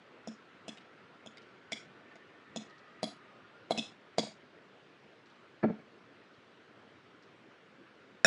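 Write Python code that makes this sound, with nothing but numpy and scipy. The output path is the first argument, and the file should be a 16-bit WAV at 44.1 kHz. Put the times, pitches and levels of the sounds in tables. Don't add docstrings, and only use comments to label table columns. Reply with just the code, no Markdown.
import sys
import numpy as np
from scipy import signal
from scipy.fft import rfft, irfft, next_fast_len
from scipy.io import wavfile
from scipy.ndimage import uniform_filter1d

SR = 44100
rng = np.random.default_rng(int(sys.argv[2]) if len(sys.argv) > 2 else 0)


def invert_db(x):
    u = np.asarray(x, float) / 20
    return 10 ** u


def to_wav(s):
    ch = np.atleast_2d(s).T
    pcm = np.round(np.clip(ch, -1, 1) * 32767)
    wavfile.write(sys.argv[1], SR, pcm.astype(np.int16))


N = 364266
TIME = np.arange(SR // 3) / SR
SCATTER_DB = 1.5

# f/Hz, level/dB, t60/s
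COUNTER_MODES = [(214.8, 8.5, 0.1), (142.4, -14, 0.19), (286, 1, 0.1)]


def unit(x):
    return x / np.sqrt(np.mean(x ** 2) + 1e-20)


def filtered(x, response):
    size = next_fast_len(len(x) + 8192)
    hz = np.fft.rfftfreq(size, 1 / SR)
    return irfft(rfft(x, size) * response(hz), size)[:len(x)]


def add(track, s, sound):
    part = track[round(s * SR):][:len(sound)]
    part += sound[:len(part)]


def ring(modes, db, scatter_db, rise):
    hz, level, t60 = np.transpose(modes)[:, :, None]
    chance = rng.standard_normal((len(modes), 2))
    size = invert_db(db + level + scatter_db * chance[:, :1] - 60 * TIME / t60)
    pitch = hz * (1 + 0.01 * chance[:, 1:])
    return np.sum(size * np.sin(2 * np.pi * pitch * TIME), axis=0) * (1 - np.exp(-TIME / rise))


def resonances(modes):
    def response(f):
        total = 0
        for k, (centre, width, db) in enumerate(modes):
            damping = 1j * f * width
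            total = total + (-1) ** k * invert_db(db) * damping / (centre * centre - f * f + damping)
        return total
    return response


def skid(ms):
    s = np.clip(ms, 4, 60) / 1000
    grit = rng.standard_normal(len(TIME)) * invert_db(-60 * TIME / s) * (1 - np.exp(-TIME / 0.0011))
    phase = np.angle(rfft(grit))
    return irfft(np.exp(1j * phase), len(TIME)) * invert_db(-30 * TIME / s)


def in_kitchen(sound, wet_db):
    # f/Hz, width/Hz, level/dB
    splashback = [(3460, 300, 0), (205, 52, -7), (6030, 6400, -10.5)]

    def path(f):
        echo = invert_db(4.0) * resonances(splashback)(f) * np.exp(-2j * np.pi * f * 0.0098)
        return 1 - 0.6 * resonances([(3390, 600, 0)])(f) + echo

    near_s = 0.0054
    onset = np.clip(TIME / near_s, 0, 1) ** 4
    near = invert_db(9 - 60 * TIME / 0.092)
    far = invert_db(3.5 - 60 * TIME / 0.33) * (1 - np.exp(-(TIME / 0.039) ** 3.2))
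    flutter_db = 8.5 * np.cos(2 * np.pi * (TIME - near_s) / 0.0423)
    bounce = invert_db(-9 - 60 * TIME / 0.31 + flutter_db)
    noise = rng.standard_normal(len(TIME))
    low = filtered(noise, lambda hz: 1 / (1 + (hz / 1300) ** 4))
    tail = onset * (low * bounce + (noise - low) * np.hypot(near, far))
    return filtered(sound, path) + invert_db(wet_db) * signal.fftconvolve(sound, tail)[:len(TIME)]


def hush():
    # f/Hz, level/dB per Hz
    room_spectrum = [(30, -35), (108, -3), (400, 0), (850, -9.5), (1400, -6.5), (3100, -14.5), (4790, -24),
                     (11400, -48.5)]
    # t/s, level/dB
    passing = [
        (0.0, -63),
        (3.06, -62),
        (4.82, -66),
        (5.96, -65),
        (6.67, -66),
        (8.2, -66),
    ]
    passing_lifts = 0.32, 0.68, 0.067
    z = signal.stft(rng.standard_normal(N), nperseg=512)[2]
    patches = uniform_filter1d(uniform_filter1d(rng.standard_normal(z.shape), 5, 0), 10, 1)
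    air = signal.istft(z * invert_db(1.53 * unit(patches)), nperseg=512)[1][:N]
    f, level = np.transpose(room_spectrum)

    def colour(hz):
        rumble = (1 + (70 / (hz + 30)) ** 2) ** 0.71
        return invert_db(np.interp(np.log(hz + 1), np.log(f), level)) * rumble

    air = filtered(air, colour)
    s, near_db = np.transpose(passing)
    lift_db = np.interp(np.arange(N) / SR, s, near_db - near_db[-1])
    below_950 = filtered(air, lambda hz: 1 / (1 + (hz / 950) ** 4))
    below_2800 = filtered(air, lambda hz: 1 / (1 + (hz / 2800) ** 4))
    ranges = below_950, below_2800 - below_950, air - below_2800
    lifted = sum(invert_db(share * lift_db) * part for share, part in zip(passing_lifts, ranges))
    return invert_db(-59.5) * lifted / np.std(air)


def traffic():
    # start t/s, end t/s, start f/Hz, end f/Hz, level/dB
    whine = [
        (.1, 1.282, 1325, 1297, -70.5),
        (.9, 1.702, 1410, 1362, -69.5),
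        (1.2, 2.502, 1516, 1488, -70),
        (1.6, 3.015, 1776, 1822, -68.5),
        (2.4, 3.216, 1900, 1970, -68),
        (1.8, 2.5, 1175, 1146, -73),
        (2.4, 3.702, 1260, 1226, -65.5),
        (3.1, 4.11, 1420, 1403, -70),
    ]
    track = np.zeros(N)
    for start, end, start_hz, end_hz, db in whine:
        u = np.linspace(0, 1, int((end - start) * SR))
        carrier = np.exp(2j * np.pi * np.cumsum(start_hz + (end_hz - start_hz) * u) / SR)
        blur = []
        for _ in range(2):
            slow = filtered(rng.standard_normal(2 * SR), lambda hz: 1 / (1 + (hz / 25) ** 2))
            blur.append(slow[:len(u)])
        band = unit(carrier.real * blur[0] + carrier.imag * blur[1])
        add(track, start, invert_db(db) * np.sin(np.pi * u) ** 0.76 * band)
    return track


def filling():
    # t/s, peak level/dB, f/Hz
    ticks = [(0.2254, -69, 4400), (0.8076, -53, 4070), (0.8494, -63, 4290), (1.419, -52.5, 4760),
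             (2.2707, -62, 4000), (2.697, -50, 4140), (2.7803, -51, 4300), (2.9614, -73, 4610),
             (3.5314, -74, 4230), (3.603, -73, 4370), (4.8254, -63, 4150), (5.2574, -54, 4530),
             (5.299, -54, 4070), (5.355, -60, 4180), (5.5614, -72, 4370), (6.3364, -58, 4220),
             (6.4194, -63.5, 4060), (7.224, -53, 4700), (7.2594, -64, 4030)]
    track = np.zeros(N)
    for s, db, hz in ticks:
        tick = filtered(skid(28), lambda f: resonances([(hz, 2600, 0)])(f) ** 2 / (1 + (f / 7000) ** 4))
        add(track, s, in_kitchen(invert_db(db - 33.5) * unit(tick), wet_db=-31.5))
    return track


def spoon():
    # t/s, bowl body level/dB, counter level/dB, clink level/dB, f/Hz favoured by the grip
    bottom_blows = [
        (0.273, -34, -39, -47, 5500),
        (0.68, -34.5, -42.5, -41.5, 3050),
        (1.26, -41, -53.5, -47.5, 3140),
        (2.56, -29, -38, -38.5, 3980),
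        (3.775, -34, -35.5, -33, 2660),
        (3.782, -30.5, -44, -33, 3830),
    ]
    wall_blows = [
        (1.719, -32.5, -45.5, -32, 2200),
        (4.182, -14, -31, -28, 4370),
    ]
    curve_blows = [
        (3.029, -21, -35.5, -34, 4700),
        (3.707, -15, -39.5, -33, 4180),
    ]
    grazes = [
        (0.772, -52, -70, -50, 2870),
        (1.37, -65, -71, -50, 4900),
        (2.155, -45, -60, -55.5, 6640),
    ]
    # f/Hz, width/Hz, level/dB
    bottom = [(2585, 17, -5.5), (3460, 150, 0.5), (4140, 20, -12), (5160, 81, 0), (5910, 58, -5.5),
              (6730, 150, -1.5), (7300, 46, -17), (7530, 110, -14), (8930, 51, -22.5), (9400, 100, -37)]
    wall = [(2220, 130, -6.5), (2660, 140, -13.5), (3380, 93, -7.5), (3590, 23, -5), (3920, 53, -10.5),
            (4700, 30, -9), (4870, 86, -10), (5360, 34, -9), (5640, 74, -12), (6600, 28, -9),
            (7100, 180, -16), (8070, 47, -15), (8750, 78, -24), (9400, 55, -46)]
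    curve = [(2200, 36, -6.5), (2750, 26, -42), (3330, 30, -1), (4040, 21, -1), (4900, 120, -21.5),
             (5400, 44, -13), (6730, 45, -15), (7000, 40, -15), (7730, 44, -14.5), (8850, 50, -27),
             (9900, 78, -9.5)]
    coated = [(2100, 94, 3.5), (3050, 160, -5), (3720, 100, -5), (4800, 250, -8), (5400, 160, -12)]
    # f/Hz, level/dB, t60/s
    body_modes = [(648.5, 4, 0.02), (875, -17, 0.028), (1140, -26, 0.043)]
    filling_modes = [(505, 6.5, 0.016), (362, -10.5, 0.043)]
    track = np.zeros(N)
    places = (bottom_blows, bottom), (wall_blows, wall), (curve_blows, curve), (grazes, coated)
    for blows, modes in places:
        for s, body_db, counter_db, clink_db, grip_hz in blows:
            low = ring(body_modes, body_db + 2.5, SCATTER_DB, 0.0022)
            low = low + ring(filling_modes, body_db - 2, SCATTER_DB, 0.0011)
            low = low + ring(COUNTER_MODES, counter_db + 4.5, SCATTER_DB, 0.0081)
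            damped = [(hz, w + 52, db + SCATTER_DB * rng.standard_normal()) for hz, w, db in modes]
            grip = resonances([(grip_hz, 390, 10)])

            def colour(f):
                broad = invert_db(-20.0) * (f > 1500) / (1 + (f / 8000) ** 6)
                return (1 + grip(f)) * (resonances(damped)(f) + broad) / (1 + (f / 10600) ** 12)

            clink = invert_db(clink_db - 20.0) * unit(filtered(skid(11.4), colour))
            add(track, s + 0.0008, in_kitchen(low + clink, wet_db=-32.5))
            add(track, s - 0.007, ring(filling_modes, body_db - 23, SCATTER_DB, 0.0035))
            lead = TIME[:882] - 0.02
            scrape = unit(filtered(rng.standard_normal(len(lead)), colour)) * np.exp(lead / 0.0033)
            add(track, s + lead[0], invert_db(clink_db - 19) * scrape)
    return track


def bowl():
    # t/s, body level/dB, counter level/dB, hardness level/dB
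    set_down = [
        (5.629, -44, -31, -34),
        (5.633, -23.5, -30, -29),
        (5.639, -14.5, -21, -27.5),
        (5.647, -20.5, -19, -54),
        (5.685, -37, -28.5, -56),
        (5.701, -27.5, -25.5, -53),
        (5.713, -67, -34, -66),
        (5.751, -54, -55.5, -76),
        (5.794, -46, -47, -50.5),
    ]
    # f/Hz, level/dB, t60/s
    seated_modes = [(353, 0, 0.035), (425, 3, 0.032), (570, 5.5, 0.02), (708, -11, 0.056),
                    (846, -11.5, 0.032)]
    foot_modes = [(1370, 2, 0.024), (1690, 8, 0.012), (1960, -5, 0.019), (2260, -4.5, 0.024),
                  (3200, -30, .015), (4300, -17, 0.0088)]
    track = np.zeros(N)
    for s, body_db, counter_db, hard_db in set_down:
        thud = ring(seated_modes, body_db - 0.5, SCATTER_DB, 0.002)
        thud = thud + ring(COUNTER_MODES, counter_db - 6.5, SCATTER_DB, 0.0016)
        knock = ring(foot_modes, hard_db - 1, SCATTER_DB, 0.0018)
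        add(track, s, in_kitchen(-thud - knock, wet_db=-37))
    return track


def crack(db, t60, low_hz):
    snap = filtered(rng.standard_normal(len(TIME)), lambda hz: hz > low_hz)
    return invert_db(db - 60 * TIME / t60) * snap


def rim():
    # t/s, peak level/dB
    rim_blow = [
        (8.2463, -6),
    ]
    # f/Hz, level/dB, t60/s
    rim_modes = [(575, -9, 0.04), (640, -10, 0.086), (950, -21, 0.029), (1420, -16.5, 0.3),
                 (1640, 9, 0.011), (1900, -38, 0.032), (2180, -18, 0.025), (2542, -16.5, 0.45),
                 (3700, -0.5, 0.011), (5454, -0.5, 0.017), (7180, -8.5, 0.022), (8470, -32, 0.052),
                 (9540, -30, 0.052), (197, -18.5, 0.26)]
    track = np.zeros(N)
    for s, db in rim_blow:
        blow = ring(rim_modes, db - 0.7, 0, 0.0015) + crack(db - 24, 0.1, low_hz=1500)
        add(track, s, in_kitchen(blow, wet_db=-40.0))
    return track


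def suppressed(x):
    power = np.abs(uniform_filter1d(x ** 2, int(0.007 * SR)))
    return x * power / (power + invert_db(-62) ** 2)


def scene():
    blows = suppressed(spoon() + rim())
    return (hush() + traffic() + filling() + blows + bowl())[None]


def roll_off(x):
    return signal.sosfilt(signal.butter(12, 11590, fs=SR, output="sos"), x)


def record(dry):
    def microphone(hz):
        bass = 1j * hz / 70
        return (bass / (1 + bass)) ** 3 / (1 + (hz / 11000) ** 16)

    mix = filtered(dry[0], microphone)[None]
    return roll_off(mix)


dry = scene()
out = record(dry)
to_wav(out)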